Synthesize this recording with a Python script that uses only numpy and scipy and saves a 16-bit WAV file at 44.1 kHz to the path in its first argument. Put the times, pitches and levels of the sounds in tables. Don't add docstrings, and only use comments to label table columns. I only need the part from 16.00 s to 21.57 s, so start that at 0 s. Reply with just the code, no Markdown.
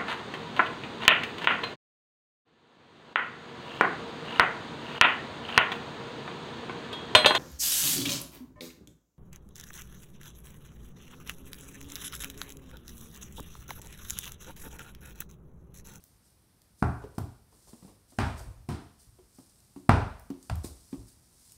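import sys
import numpy as np
from scipy import signal
from scipy.fft import rfft, irfft
from scipy.io import wavfile
from scipy.ndimage import uniform_filter1d

SR = 44100
rng = np.random.default_rng(int(sys.argv[2]) if len(sys.argv) > 2 else 0)


def wav_out(sig):
    wavfile.write(sys.argv[1], SR, np.round(np.clip(np.atleast_2d(sig).T, -1, 1) * 32767).astype(np.int16))


N = 245622
T = np.arange(SR) / SR


def undb(db):
    return 10 ** (np.asarray(db) / 20)


def unit_rms(x):
    return x / np.sqrt(np.mean(x ** 2))


def add(track, start_s, sound):
    i = max(int(start_s * SR), 0)
    track[i:i + len(sound)] += sound[:N - i]


def lowpass(x, hz, order=2):
    return signal.sosfilt(signal.butter(order, min(hz, SR / 2 - 1), fs=SR, output="sos"), x)


def colour(x, spectrum, tilt_db=0):
    hz, db = np.transpose(spectrum)
    octaves = np.log2(np.maximum(np.fft.rfftfreq(len(x), 1 / SR), hz[0]) / 4000)
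    gain = undb(np.interp(octaves, np.log2(hz / 4000), db) + tilt_db * octaves)
    return irfft(rfft(x) * unit_rms(gain), len(x))


def noise(spectrum, size):
    return colour(rng.standard_normal(size), spectrum)


def ring(modes, detune=0):
    out = np.zeros(len(T))
    for k, (hz, db, t60) in enumerate(modes):
        hz = hz * (1 + detune * rng.standard_normal())
        out += (-1) ** k * undb(db) * np.exp(-np.log(1000) * T / t60) * np.sin(2 * np.pi * hz * T)
    return out


# freq_hz, level_db
HISS_SPECTRUM = [(25, -4), (60, 3), (120, -0.5), (250, -7.5), (500, -16.5), (1000, -18.5), (3000, -26.5),
                 (5200, -22), (7200, -29), (8800, -20.5), (12000, -24), (15500, -30)]
def hiss(level_db=-64.7):
    return undb(level_db) * noise(HISS_SPECTRUM, N)


# freq_hz, level_db, t60_s
ATTIC_BANDS = [(55, -3, .5), (83, 4, 0.36), (135, 3.5, 0.37), (210, -3, 0.5), (306, 5, 0.39),
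               (500, 3.5, 0.56), (740, -0.5, 0.49), (1400, 1, 0.55), (4000, 1.5, 0.57), (8000, 0, 0.58),
               (14000, 1.5, .3)]
def attic(build_s=.006, lumpy_db=5, thicken_s=.023):
    log_hz = np.log(np.maximum(np.fft.rfftfreq(len(T), 1 / SR), 1))
    band_hz, levels_db, t60s = np.transpose(ATTIC_BANDS)
    paths = np.repeat(rng.uniform(-1, 1, len(T)), SR // 500)[:len(T)]
    scatter = undb(lumpy_db * np.exp(-T / thicken_s) * paths)
    spectrum = rfft(rng.standard_normal(len(T)) * scatter)
    build = 1 - np.exp(-(T / build_s) ** 2)
    out = 0
    for share, db, t60 in zip(np.eye(len(band_hz)), levels_db, t60s):
        fade = build * np.exp(-np.log(1000) * T / t60)
        band = irfft(spectrum * np.interp(log_hz, np.log(band_hz), share), len(T))
        out = out + undb(db) * band * fade / np.sqrt(np.sum((fade * scatter) ** 2))
    return out


def in_room(x, echo, room_db):
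    return x + undb(room_db) * signal.fftconvolve(x, echo)[:len(x)]


def slap(spectrum, decay_s, room_db, tilt_db=0):
    burst = rng.standard_normal(len(T)) * np.exp(-T / decay_s)
    wet = burst / np.linalg.norm(burst) + undb(room_db) * attic()
    return colour(np.pad(wet, (0, len(T))), spectrum, tilt_db)[:len(T)]


# start_s, level_db, pitch_hz
SHARP_TICKS = [(.0394, -34.5, 11500), (.6186, -44, 8000), (1.1869, -31.5, 10000), (4.1965, -41, 11400),
               (4.303, -38.5, 4820), (4.428, -39, 8000), (4.5557, -35.5, 11000), (5.521, -35, 8820)]
def ticks(rustle_curve, decay_s=.0011, faint_per_s=2, faint_hz=9000, over_rustle_db=14, spread_db=2):
    out = np.zeros(N)
    count = int(faint_per_s * N / SR)
    starts = rng.uniform(0, N / SR, count)
    rustle_db = np.interp(starts, *np.transpose(rustle_curve))
    levels_db = rustle_db + over_rustle_db + spread_db * rng.standard_normal(count)
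    faint = [(start_s, db, faint_hz) for start_s, db in zip(starts, levels_db)]
    for start_s, level_db, hz in SHARP_TICKS + faint:
        click = noise([(hz / 8, -18), (hz / 2, -7), (hz, 0), (hz * 2, -10)], len(T))
        add(out, start_s, undb(level_db) * click * np.exp(-T / decay_s) / 2)
    return out


# freq_hz, level_db
CLOTH_SPECTRUM = [(200, -15.5), (1000, -13.5), (2500, -14.5), (5000, 0), (7000, -2), (8800, 4),
                  (12000, -6.5), (16000, -11.5)]
# time_s, level_db
RUSTLE_CURVE = [(0, -69), (.5, -86), (.95, -68), (1.47, -82), (1.54, -64), (1.88, -62.5), (2.04, -82),
                (2.2, -58), (2.65, -78), (3.29, -70), (3.35, -62.5), (4.1, -73), (4.92, -59.5), (5.17, -70),
                (5.5, -56.5), (5.57, -64)]
# peak_s, level_db
SWISH_CUES = [(.26, -64.5), (.8, -59.5), (1.16, -63), (1.695, -55.5), (2.11, -60), (2.385, -51),
              (3.01, -56.5), (3.78, -64), (4.44, -61), (4.65, -40.3), (5.09, -57)]
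def clothes(rise_s=.02, fall_s=.04, grain_db=2.0, flutter_db=.8):
    t = np.arange(N) / SR
    power = undb(2 * np.interp(t, *np.transpose(RUSTLE_CURVE)))
    for peak_s, level_db in SWISH_CUES:
        speed = 2 ** ((level_db + 56) / 20)
        age = (t - peak_s) * speed
        swish = np.exp(-2 * np.where(age < 0, (age / rise_s) ** 2, age / fall_s))
        power = power + undb(2 * level_db) * swish
    grain = unit_rms(uniform_filter1d(rng.standard_normal(N), size=90))
    flutter = unit_rms(uniform_filter1d(rng.standard_normal(N), size=900))
    texture = undb(grain_db * grain + flutter_db * flutter)
    rub = np.sqrt(power / 2) * texture * noise(CLOTH_SPECTRUM, N)
    return in_room(rub + ticks(RUSTLE_CURVE), attic(), room_db=-6)


# freq_hz, level_db
TAP_SPECTRUM = [(100, -8), (250, -1.5), (1100, -6.5), (1500, -21), (3000, -22), (12000, -35)]
def tap(decay_s, room_db):
    return slap(TAP_SPECTRUM, decay_s, room_db)


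# start_s, level_db, pitch_hz, t60_s
KNOCK_CUES = [(1.039, -31, 420, .08), (1.731, -39.5, 235, .074), (1.825, -42, 185, .07),
              (1.847, -42.5, 200, .14), (2.122, -45.5, 278, .04), (3.187, -48.5, 370, .12),
              (3.384, -41.5, 264, .1), (3.762, -35, 283, .15), (4.302, -25.5, 279, .09),
              (4.644, -21.5, 306, .02), (4.928, -25.5, 275, .085)]
def knocks(swell_s=.0022, room_db=-11.5):
    out = np.zeros(N)
    swell = 1 - np.exp(-T / swell_s)
    for start_s, level_db, hz, t60 in KNOCK_CUES:
        modes = [(hz, 0, t60), (hz * .67, -9, t60), (hz * 1.25, -10, t60), (hz * .47, -15, t60)]
        hollow = ring(modes) * swell
        tap_db = -23.5 + .6 * (level_db + 30)
        touch = undb(tap_db) * tap(decay_s=.013, room_db=-5)
        add(out, start_s, undb(level_db) * in_room(hollow, attic(), room_db) + touch)
    return out


# pitch_hz, level_db, t60_s
FLOOR_MODES = [(47, -14, 0.63), (64, -18, 1), (74.55, -9, 0.54), (81.5, -6, 0.38), (97, -3.5, 0.34),
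               (120.9, -4, 0.38), (135.2, -8, 0.24), (168, -9.5, .2), (206, -16.5, 0.29),
               (236.2, -20, 0.12), (292.6, -18.5, .3)]
def floor(detune):
    return ring(FLOOR_MODES, detune)


# start_s, level_db, heel_db
STEP_CUES = [(1.018, -42.5, 15.5), (1.524, -66, 30), (1.673, -62, 30), (1.878, -58, 29), (2.394, -43, 22),
             (2.462, -37.5, 9.5), (2.566, -46, 7.5), (3.068, -50, -10), (4.507, -27, 2.5),
             (4.972, -41.5, 1)]
def steps(sag_hz=56, sag_db=1, sag_t60_s=.2):
    out = np.zeros(N)
    for start_s, level_db, heel_db in STEP_CUES:
        bright_hz = 118 * 2 ** (.015 * (level_db + 40))
        boards = floor(detune=.041) + ring([(sag_hz, sag_db, sag_t60_s)], detune=.054)
        thud = in_room(lowpass(boards, bright_hz), attic(), room_db=-7.5)
        heel = undb(heel_db) * tap(decay_s=.027, room_db=-2)
        add(out, start_s, undb(level_db) * (thud + heel))
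    return out


# pitch_hz, level_db
SHELL_MODES = [(290, -19), (400, -16.5), (680, -7.5), (830, 0), (990, -1.5), (1180, -4), (1380, -2),
               (1780, -8.5), (2300, -9), (2750, -10)]
def shell_snap(blow_db, t60_cycles=13, rebound_s=.0023, rebound_db=-10):
    tuning = 2 ** (.003 * blow_db)
    shell = ring([(hz * tuning, db, t60_cycles / hz) for hz, db in SHELL_MODES], detune=.027)
    rebound = undb(rebound_db) * np.interp(T - rebound_s, T, shell, left=0)
    return rebound - shell


# pitch_hz, level_db
CAVITY_MODES = [(685, -8), (850, -8.5), (958, -4.5), (1023, -2.5), (1125, -2.5), (1363, 2), (1755, -8),
                (1915, -7.5), (2008, -5.5), (2310, -16), (2750, -10), (3450, -13)]
def cavity_ring(level_db=-29, t60_s=.24):
    return undb(level_db) * ring([(hz, db, t60_s) for hz, db in CAVITY_MODES], detune=.0033)


# freq_hz, level_db
FELT_SPECTRUM = [(300, -23), (1200, 3), (2600, -2.5), (3600, -2), (5200, -1.5), (7000, -6.5), (8700, 0.5),
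                 (12000, -13.5), (16000, -12)]
# start_s, level_db, bright_hz, push_db, boom_db, felt_db, tilt_db_per_octave, room_db
BLOW_CUES = [ (0.825, -12, 1900, -1.5, -13.5, -8.5, -2.5, -2),
             (1.1820, -24.5, 1380, 2, -12.5, 2.5, 0, -3.5), (2.187, -15.3, 2700, -5, -10, 10, -6.5, 3),
             (2.689, -29.5, 1390, 4, -5.5, 10, -3, 5), (3.8930, -3.5, 2200, -3, -13.5, 8.5, -8, -3),
             (4.4975, -24, 1610, -12.5, -8, 9.5, -3, -5.5)]
def ball(push_s=.00094, push_lag_s=.001, felt_s=.003):
    out = np.zeros(N)
    lead_s = (SR // 200) / SR
    age = (T - lead_s - push_lag_s) / push_s
    swing = age * np.exp((1 - age ** 2) / 2)
    for start_s, level_db, bright_hz, push_db, boom_db, felt_db, tilt_db, room_db in BLOW_CUES:
        snap = shell_snap(level_db)
        air = cavity_ring()
        echo = attic()
        body = lowpass(in_room(snap, echo, room_db) + air, bright_hz, order=3)
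        felt = undb(felt_db) * slap(FELT_SPECTRUM, felt_s, room_db, tilt_db)
        boom = undb(boom_db) * in_room(floor(detune=.0087), attic(), room_db=-5)
        push = undb(push_db) * in_room(swing, echo, room_db - 2)
        add(out, start_s - lead_s, undb(level_db) * push)
        add(out, start_s, undb(level_db) * (body + felt + boom))
    return out


def scene():
    return (ball() + hiss() + steps() + knocks() + clothes())[None]


def record(dry):
    low_cut = signal.butter(3, 35, "high", fs=SR, output="sos")
    high_cut = signal.ellip(10, .2, 70, 15600, fs=SR, output="sos")
    clipped = np.clip(signal.sosfilt(low_cut, dry), -1, 1)
    return signal.sosfilt(high_cut, clipped)


dry = scene()
out = record(dry)
wav_out(out)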